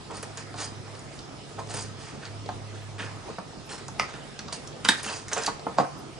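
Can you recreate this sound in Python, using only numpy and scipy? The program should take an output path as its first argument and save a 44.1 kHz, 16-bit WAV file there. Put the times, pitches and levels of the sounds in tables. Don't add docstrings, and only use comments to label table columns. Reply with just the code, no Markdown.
import sys
import numpy as np
from scipy import signal
from scipy.fft import rfft, irfft, next_fast_len
from scipy.io import wavfile
from scipy.ndimage import uniform_filter1d, map_coordinates

SR = 44100
rng = np.random.default_rng(int(sys.argv[2]) if len(sys.argv) > 2 else 0)


def persist_wave(psi):
    counts = np.round(np.clip(psi, -1, 1) * 32767).astype(np.int16)
    wavfile.write(sys.argv[1], SR, np.atleast_2d(counts).T)


def volts(x):
    e = np.asarray(x, float) / 20
    return 10 ** e


N = 273106

# centre_hz, width_hz, level_db
SHELL = [(4340, 200, -4), (4840, 190, 1), (5500, 350, -9), (6430, 220, -2), (6950, 240, -3),
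         (7850, 260, -4), (9000, 260, 0)]
# centre_hz, width_hz, level_db
BOARD = [(303.6, 18, 15.5), (429.4, 52, 15.5), (580, 480, 6.5), (802, 390, 12), (1068, 380, 10.5)]


def unit(x):
    return x / np.sqrt(np.mean(x ** 2) + 1e-20)


def along(points, hz, axis=1):
    columns = np.transpose(points)
    return np.interp(np.log(hz + 1), np.log(columns[0] + 1), columns[axis])


def wobble(rate):
    knots = rng.standard_normal(int(N * rate / SR) + 4)
    return map_coordinates(knots, [np.arange(N) * rate / SR])


def filtered(x, response):
    n = x.shape[-1]
    size = next_fast_len(n + 4096)
    spectrum = rfft(x, size) * response(np.fft.rfftfreq(size, 1 / SR))
    return irfft(spectrum, size)[..., :n]


def body(modes, steep=1):
    def resonance(f, centre, width):
        return (1j * f * width / (centre * centre - f * f + 1j * f * width)) ** steep

    return lambda f: sum((-1) ** k * volts(db) * resonance(f, centre, width)
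                         for k, (centre, width, db) in enumerate(modes))


def add(track, s, db, sound):
    spot = track[round(s * SR):][:len(sound)]
    spot += (volts(db) * sound / np.abs(sound).max())[:len(spot)]


def burst(t, t60, rise, snap=0):
    noise = rng.standard_normal(len(t)) * volts(-60 * t / t60) * (1 - np.exp(-t / rise))
    return noise + snap * (np.arange(len(t)) == 12)


def garden():
    # hz, level_db per Hz
    rush_colour = [(15, -68), (28, -14), (136, -4), (193, -6.5), (417, -8.5), (590, -12.5), (652, -10),
                   (1050, -16.5), (1280, -19), (1680, -20.5), (2500, -21.5), (4900, -24), (9600, -31),
                   (12500, -61), (21100, -120)]
    # centre_hz, width_hz, level_db
    insects = [(5170, 220, -22.5), (1258, 80, -14)]
    # hz, likeness [-1 to 1]
    likeness = [(60, 0.83), (500, 0.54), (3000, 0.16), (10000, 0.42)]
    z = signal.stft(rng.standard_normal((2, N)), nperseg=512)[2]
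    patches = uniform_filter1d(rng.standard_normal(z.shape[1:]), size=6, axis=0)
    patches = uniform_filter1d(patches, size=12, axis=1)
    pair = signal.istft(z * volts(1.96 * unit(patches)), nperseg=512)[1][:, :N]

    def response(hz):
        turn = np.arccos(np.clip(along(likeness, hz), -1, 1)) / 2
        rush = volts(along(rush_colour, np.minimum(hz, 9500)))
        return np.hypot(rush, np.abs(body(insects)(hz))) * [np.cos(turn), np.sin(turn)]

    mid, side = filtered(pair, response)
    return volts(-43.5 + 0.12 * wobble(3.02)) * unit(np.array([mid + side, mid - side]))


def machine(tone_hz=103.5, drone_hz=141):
    # start_s, length_s, tone_db
    loads = [
        (0.138, 0.46, -52),
        (0.577, 0.42, -47),
        (1.545, 0.46, -44.5),
        (2.261, 0.917, -42),
        (3.797, 0.15, -55),
        (4.743, 0.21, -55),
        (5.152, 0.19, -56),
    ]
    # time_s, level_db
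    drone_level = [(0.0, -48.5), (0.83, -50), (2.14, -44.5), (3.33, -55), (3.91, -44.5), (4.12, -64),
                   (4.15, -50.5), (5.52, -52), (5.77, -44.5), (5.81, -38.5), (5.86, -44.5), (6.19, -49.5)]
    rise_s, fall_s, idle_db = 0.085, 0.12, -58
    t = np.arange(N) / SR
    load = np.full(N, volts(idle_db))
    for s, length, db in loads:
        ramp = np.minimum((t - s) / rise_s, (s + length - t) / fall_s)
        load += volts(db) * np.clip(ramp + 0.5, 0, 1)
    tone = np.sin(2 * np.pi * np.cumsum(tone_hz + 0.85 * wobble(3.71)) / SR)
    drone = np.sin(2 * np.pi * np.cumsum(drone_hz + 4 * wobble(10.0)) / SR)
    drone_db = np.interp(t, *np.transpose(drone_level)) - 1.5 + 2.15 * wobble(21.03)
    return load * volts(1.1 + 0.29 * wobble(5.9)) * tone + volts(drone_db) * drone


def contacts(rows, modes, sharp, fixed_db, rise, snap):
    # centre_hz, width_hz, level_db
    tabletop = [(164, 74, -11), (236, 240, 12), (330, 62, 9.5)]
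    track, t = np.zeros(N), np.arange(SR // 8) / SR

    def thud_response(f):
        return body(tabletop)(f) * body([(250, 300, 0)])(f)

    for s, db, hz, t60, *thud in rows:
        def response(f):
            own = body([(hz, hz / sharp, 0)])(f) * body([(hz, 1.5 * hz, 0)])(f)
            softness = (1 + 1j * f / (2.33 * hz)) ** 2
            return (own + volts(fixed_db) * body(modes)(f)) / softness

        add(track, s, db, filtered(burst(t, t60, rise, snap), response))
        for thud_db in thud:
            push = burst(t, 3.0 * t60, 0.001, snap=11.4)
            add(track, s, db + thud_db - 4.0, filtered(push, thud_response))
    return track


def shell_knocks():
    # start_s, peak_db, body_hz, thud_db (relative to the knock)
    knocks = [(0.101, -32.5, 840, -7), (0.172, -39, 580, 3), (0.374, -35.5, 1290, -16),
              (0.542, -30, 815, -19), (1.587, -31.5, 930, -13), (1.743, -41, 416, 10),
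              (2.46, -33.5, 418, -8), (2.49, -22, 770, -21), (2.989, -38, 1900, -15),
              (3.003, -30, 1580, -1), (3.028, -40, 2470, -22), (3.039, -32, 397, -6),
              (3.062, -37, 1010, -7), (3.291, -34, 560, -2), (3.384, -24, 770, -8), (3.783, -40, 1800, -12),
              (3.884, -32, 970, -7.5), (4.088, -36, 910, -25), (4.095, -39, 900, -17),
              (4.139, -37.5, 1390, -26), (4.393, -31, 1700, -4), (4.485, -32, 1050, -11),
              (4.524, -31.5, 2600, -27), (4.857, -21.5, 1400, -26), (5.063, -32.5, 929, 3),
              (5.283, -33.5, 1780, -22), (5.316, -28, 1510, -18), (5.325, -30, 1700, -19),
              (5.371, -22, 720, -16), (5.77, -33.5, 795, -12), (4.892, -25, 263, -9),
              (5.689, -33, 800, -10), (5.495, -35, 950, -22), (5.365, -25.5, 700, -17),
              (5.478, -17, 880, -14.5), (5.485, -21, 880, -19), (5.594, -36.5, 650, -7),
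              (5.667, -18.5, 774, -6), (5.799, -16, 780, -12), (5.813, -23, 720, -4),
              (5.833, -30, 780, -11)]
    t60_s = 0.046
    rows = [(s, db, hz, t60_s, thud_db) for s, db, hz, thud_db in knocks]
    return contacts(rows, BOARD, sharp=2.8, fixed_db=-24.5, rise=0.0016, snap=7.0)


def pressure(rows, offset_db, share, fall_power=2.32):
    t = np.arange(N) / SR
    total = np.zeros(N)
    for s, rise, fall, db, colour_db in rows:
        rising = np.clip(1 - (s - t) / rise, 0, 1)
        falling = np.clip(1 - (t - s) / fall, 0, 1) ** fall_power
        total += volts(db + offset_db + share * colour_db) * np.where(t < s, rising, falling)
    return total


def rubbing(effort, modes, clump_db, grit_db, fill_db):
    clumps = volts(clump_db * wobble(60) + grit_db * wobble(600))
    ring = filtered(rng.standard_normal(N) * clumps, body(modes, steep=2))
    broad = [(modes[2][0], modes[-1][0] - modes[0][0], fill_db)]
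    rasp = filtered(rng.standard_normal(N) * clumps, body(broad, steep=2))
    return uniform_filter1d(effort, size=90) * unit(ring + rasp)


def scraping_and_rocking():
    # full_pressure_s, rise_s, fall_s, level_db, depth_db
    scrapes = [(.15, 0.021, 0.045, -40.5, -2.5), (.178, 0.01, 0.075, -41.5, -1.5),
               (.232, 0.0045, 0.037, -35.5, -0.5), (.376, 0.0065, 0.12, -40.5, 0),
               (.62, 0.067, 0.07, -33.5, -2.5), (.655, 0.054, 0.088, -40.5, -5.5),
               (.952, 0.017, 0.1, -50.5, 0), (1.14, 0.041, 0.18, -51, -5), (1.708, 0.03, 0.12, -38, -1.5),
               (1.742, 0.0046, 0.055, -34, -3.5), (1.77, 0.0059, 0.066, -40, 0.5),
               (1.8, 0.051, 0.15, -37.5, -5.5), (2.01, 0.027, 0.12, -49.5, -5),
               (2.084, 0.14, 0.25, -50, 4.5), (4.528, 0.0052, 0.089, -32, -6.5),
               (5.005, 0.04, 0.019, -36, 0), (5.045, 0.024, 0.063, -32.5, -4),
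               (5.094, 0.036, 0.094, -35, 3.5), (5.17, 0.073, 0.12, -37, -4.5),
               (5.329, 0.014, 0.045, -38, 9), (5.45, 0.2, 0.045, -39, 1), (5.477, 0.04, 0.087, -39.5, 6.5)]
    # full_pressure_s, rise_s, fall_s, level_db, depth_db
    prising = [
        (3.694, 0.0056, 0.096, -44, 0.5),
        (3.734, 0.054, 0.07, -39.5, -5),
        (3.755, 0.024, 0.043, -51, -2),
        (3.783, 0.0059, 0.083, -44.5, 1),
    ]
    # full_pressure_s, rise_s, fall_s, level_db, brightness_db
    rocking = [(.11, 0.0048, 0.059, -32.5, -12), (.88, 0.035, 0.065, -44, -5),
               (1.594, 0.015, 0.058, -30, -9.5), (2.262, 0.062, 0.057, -46.5, 7.5),
               (2.764, 0.024, 0.054, -51, 5), (2.993, 0.013, 0.12, -46, 10.5),
               (3.05, 0.094, 0.14, -45.5, 3.5), (3.14, 0.088, 0.26, -50, -25),
               (3.62, .12, 0.12, -49.5, -25), (3.308, 0.071, 0.069, -39.5, -8.5),
               (4.008, 0.012, 0.1, -34, 0), (4.094, 0.017, 0.066, -47, 6),
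               (4.138, 0.0074, 0.21, -50.5, 8.5), (4.905, 0.011, 0.098, -37, 12),
               (5.375, 0.022, 0.072, -30, -2.5), (5.675, 0.018, 0.1, -33.5, -18),
               (5.8, 0.015, 0.043, -22.5, -10.5), (5.835, 0.015, 0.095, -35.5, -13.5)]
    # centre_hz, width_hz, level_db
    lip = [(4200, 220, 0), (5000, 300, -8), (5450, 300, -1), (7100, 400, -4), (8050, 350, -2),
           (9400, 700, -6)]
    # centre_hz, width_hz, level_db
    cup_modes = [(1436, 540, 1.5), (1875, 220, -0.5), (2470, 80, -10), (3470, 790, -16)]
    settle_power = 2.28
    blade = scrapes + prising
    on_edge = pressure(scrapes, 0, 0) + pressure(rocking, -7, 0.77, settle_power)
    on_cup = pressure(blade, 0, 1) + pressure(rocking, 0, 1, settle_power)
    on_board = pressure(blade, -1.5, 0.75) + pressure(rocking, 0, 0, settle_power)
    edge = rubbing(on_edge, SHELL, clump_db=1, grit_db=2.8, fill_db=-7)
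    edge += rubbing(pressure(prising, 0, 0), lip, clump_db=0.6, grit_db=2.5, fill_db=-7)
    cup = rubbing(on_cup, cup_modes, clump_db=1.5, grit_db=3, fill_db=-3)
    board = rubbing(on_board, BOARD, clump_db=2, grit_db=1.5, fill_db=0)
    return volts(-5.0) * edge + volts(-5.0) * cup + volts(-4.0) * board


def singing():
    # start_s, length_s, peak_db, pitch_hz
    swells = [(0.13, 0.077, -45, 4500), (.625, 0.03, -39, 4900), (.655, .045, -42, 4900),
              (1.74, .012, -35, 8900), (1.768, 0.019, -36, 9000), (1.765, .07, -39, 4830),
              (2.999, .012, -34, 1620), (3.025, 0.05, -41, 1580), (3.065, .04, -43, 1650),
              (3.692, 0.066, -45, 8050), (3.7, 0.06, -44, 4190), (3.705, 0.055, -43, 5410),
              (3.7, .05, -49, 7080), (4.564, 0.031, -48, 2750), (4.9, .035, -32, 3760),
              (4.905, .04, -33, 3460), (4.92, .05, -33, 1600), (5.07, 0.035, -34, 2650),
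              (5.071, 0.018, -34, 3090), (5.128, .014, -37, 2650), (5.12, 0.075, -38, 4840),
              (5.06, .025, -38, 6450), (5.38, .025, -35, 7500), (5.415, .04, -37, 5100),
              (5.825, .04, -39, 1540), (5.8, .025, -32, 1270), (5.878, .03, -41, 1080),
              (5.845, .035, -36, 740)]
    rise_share = 0.25
    track = np.zeros(N)
    for s, length, db, hz in swells:
        u = np.arange(SR // 8) / SR / length
        swell = np.clip(np.minimum(u / rise_share, (1 - u) / (1 - rise_share)), 0, 1)
        grains = rng.standard_normal(len(u)) ** 3 / 4
        slip = 0.05 * np.sin(2 * np.pi * hz * length * u)
        mode = body([(hz, 110 + hz / 55, 0)], steep=2)
        add(track, s, db, filtered(swell * (grains + slip), mode))
    return track


def blade_ticks():
    # start_s, peak_db, ring_hz
    ticks = [(0.169, -28, 7840), (0.2274, -27, 9000), (.373, -27.5, 6500), (0.541, -36, 4270),
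             (0.5774, -39, 3900), (.5815, -38, 4800), (0.602, -28, 6400), (.619, -35, 6600),
             (.645, -30, 7000), (.9507, -40.5, 4780), (0.993, -37, 7000), (1.19, -33.5, 4750),
             (1.588, -51, 3130), (1.7061, -33, 4770), (1.713, -31, 6960), (1.7397, -27, 8700),
             (1.757, -30, 6600), (1.768, -31, 8900), (1.809, -28.5, 7860), (1.824, -28, 7450),
             (1.86, -37, 5160), (2.253, -31.5, 4600), (2.461, -35, 4480), (3.3864, -37.5, 4800),
             (3.6915, -39, 5270), (3.78, -39, 7040), (3.882, -29, 6680), (4.391, -25, 5030),
             (4.4828, -32, 4440), (4.5262, -24.5, 4150), (4.674, -31, 6000), (4.8459, -25, 6500),
             (4.878, -30, 7000), (4.8945, -25, 4000), (4.8962, -17.5, 8540), (5.0316, -24.5, 8800),
             (5.044, -30.5, 9000), (5.2824, -27.5, 6500), (5.29, -32, 6000), (5.465, -17.5, 4800),
             (5.332, -15, 6200), (5.379, -20.5, 6860), (5.435, -22.5, 6000), (5.462, -16.5, 7200),
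             (5.595, -36, 4800), (5.341, -30, 8000), (4.856, -26.5, 8000), (2.489, -36.5, 4200),
             (1.672, -38, 6000), (5.062, -30, 8900), (5.099, -28, 4000), (5.128, -30, 4800),
             (4.139, -40, 4500)]
    rows = [(s, db, hz, 0.008 + 30 / hz) for s, db, hz in ticks]
    return contacts(rows, SHELL, sharp=4, fixed_db=-11, rise=0.0008, snap=2.5)


def cracks():
    # start_s, peak_db, rattle_t60_s, rattle_db, snap (click height)
    blows = [
        (3.9966, -9, 0.04, -8, 18.4),
        (4.8487, -13.5, 0.082, -4, 9.9),
        (4.8867, -1, 0.025, -6.5, 6.4),
        (5.7846, -5.5, 0.074, -14.5, 13.8),
    ]
    # start_s, level_db (relative to its blow)
    splinters = [(3.998, -3.5), (4.003, -9), (4.013, -13), (4.021, -13), (4.032, -12), (4.041, -10),
                 (4.05, -18.5), (4.85, 4.5), (4.888, 6), (4.8913, -3.5), (4.8925, -2), (4.8948, -7.5),
                 (4.8965, -7.5), (4.906, -17), (4.911, -22), (4.916, -17), (4.93, -24), (4.939, -25),
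                 (4.948, -26), (5.792, -9), (5.796, -7)]
    # centre_hz, width_hz, level_db
    hinge = [(197, 55, -12), (704, 220, 3.5), (1050, 160, 6.5), (1290, 140, 4.5), (1820, 140, 1),
             (2075, 310, 5.5), (2600, 840, -2), (3620, 300, -15), (4800, 590, -2), (5800, 1500, -11),
             (9770, 6800, -19.5)]
    # centre_hz, width_hz, level_db
    twist = [(239, 45, 6), (480, 180, -4.5), (1160, 320, 9.5), (1480, 180, 0), (2030, 90, 1.5),
             (2900, 560, 0.5), (3820, 220, 0), (4770, 380, -0.5), (5750, 1440, -8), (8350, 2200, -9)]
    # centre_hz, width_hz, level_db
    pop = [(249, 32, -1), (498, 110, -8), (930, 360, -6.5), (1503, 310, -2.5), (1720, 840, -4.5),
           (3110, 160, -2.5), (3760, 170, 2.5), (4510, 202, -3), (4800, 360, -5), (6500, 12400, -20.5),
           (8300, 1000, -11), (11250, 900, -31.5)]
    # centre_hz, width_hz, level_db
    dropped = [(201, 77, -6.5), (273, 45, -1), (493, 46, -2.5), (555, 110, 8), (720, 480, 4),
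               (1118, 123, 7), (1410, 540, -6.5), (2340, 270, -18), (3370, 1000, -18), (4800, 120, -13),
               (7200, 830, -22.5)]
    track, t = np.zeros(N), np.arange(SR // 4) / SR
    for (s, db, t60, rattle_db, snap), modes in zip(blows, [hinge, twist, pop, dropped]):
        push = (t / 0.00024) * np.exp(1 - t / 0.0003) * 0.18
        push += 0.65 * burst(t, 0.037, 0.00056, snap)
        reach_s = 0.03 if modes is twist else 0.07
        for late_s, late_db in splinters:
            if 0 < late_s - s < reach_s:
                splinter = burst(t[:SR // 100], 0.0045, 0.00028, snap=3.5)
                add(push, late_s - s, late_db + 12, splinter)
        rattle = filtered(burst(t, t60, 0.00054), lambda f: 1 / (1 + 1j * f / 3500))
        ring = body([(hz, 1.21 * width, level) for hz, width, level in modes], steep=2.04)
        between = body([(hz, 0.45 * hz, level - 7.5) for hz, _, level in modes], steep=2)
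        add(track, s, db, filtered(push + volts(rattle_db) * rattle, lambda f: ring(f) + between(f)))
        lead_in = filtered(burst(t[:SR // 80], 0.019, 0.00044)[::-1], between)
        add(track, s - len(lead_in) / SR, db - 18, lead_in)
    return track


def nearby(x):
    # delay_s, level_db
    echoes = [(.0056, -11), (.0105, -18.5), (.015, -17.5), (.024, -19)]
    return filtered(x, lambda f: 1 + sum(volts(db) * np.exp(-2j * np.pi * f * s) for s, db in echoes))


def yard(x):
    # hz, t60_s
    decay = [(200, 0.24), (1000, 0.35), (3000, 0.31), (10000, 0.28)]
    hz, t, z = signal.stft(rng.standard_normal((2, SR // 2)), SR, nperseg=256)
    tail = signal.istft(z * volts(-60 * t / along(decay, hz)[:, None]), SR, nperseg=256)[1]
    delayed = np.pad(x, (150, 0))[None]
    return signal.fftconvolve(delayed, tail / np.linalg.norm(tail[0]), axes=1)[:, :N]


def scene():
    impacts = shell_knocks() + blade_ticks() + cracks()
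    work = scraping_and_rocking() + singing() + nearby(impacts)
    return work + volts(-7.5) * yard(work) + machine() + garden()


def gate_weak_lines(x):
    # hz, threshold_db
    threshold = [(2000, -13), (5000, -9), (8000, -6), (9500, -3), (9950, -1), (10050, 5.5), (10600, 4.3),
                 (10750, 11), (11400, 11), (11550, 8.2), (11800, 8.2), (11950, 14), (12200, 30)]
    # start_s, length_s
    attacks = [
        (.2274, .008),
        (1.19, .008),
        (3.992, .016),
        (4.882, .018),
        (5.03, .014),
        (5.46, .014),
    ]
    hz, _, z = signal.stft(x, SR, "cosine", nperseg=2048)
    power = uniform_filter1d(np.sum(np.abs(z) ** 2, axis=0), size=3, axis=0)
    usual = uniform_filter1d(np.median(power, axis=1, keepdims=True), size=24, axis=0)
    loudness = power[100:450].sum(axis=0) / usual[100:450].sum()
    mask = usual * loudness ** 0.75
    need = volts(2 * np.where(hz > 1500, along(threshold, hz), -99))[:, None]
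    thin = signal.istft(z * (power / mask > need), SR, "cosine", nperseg=2048)[1][:, :N]
    t = np.arange(N) / SR
    attack = sum(1.0 * (t > s) * (t < s + length) for s, length in attacks)
    lost = filtered(x - thin, lambda f: f < 12100)
    return thin + uniform_filter1d(attack, size=128) * volts(-13) * lost


def top_cut(x):
    return signal.sosfilt(signal.butter(12, 11980, fs=SR, output="sos"), x)


def record(dry):
    # hz, left_lead_rad, left_minus_right_db
    port_offsets = [(60, -1.01, -3.5), (300, -0.75, -1.5), (1100, -0.69, -2), (2630, -0.43, -2),
                    (6000, -0.76, -2.5), (11200, -0.55, 0)]

    def response(hz):
        offset = volts(along(port_offsets, hz, axis=2)) * np.exp(1j * along(port_offsets, hz))
        treble = volts(along([(9500, 1), (10400, 3.5), (11900, 3), (12150, -40)], hz))
        return offset ** np.array([[0.5], [-0.5]]) * treble

    heard = filtered(dry, response)
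    rounded = heard / (1 + np.abs(heard / 0.9) ** 8) ** (1 / 8)
    mix = gate_weak_lines(rounded)
    return top_cut(mix)


dry = scene()
out = record(dry)
persist_wave(out)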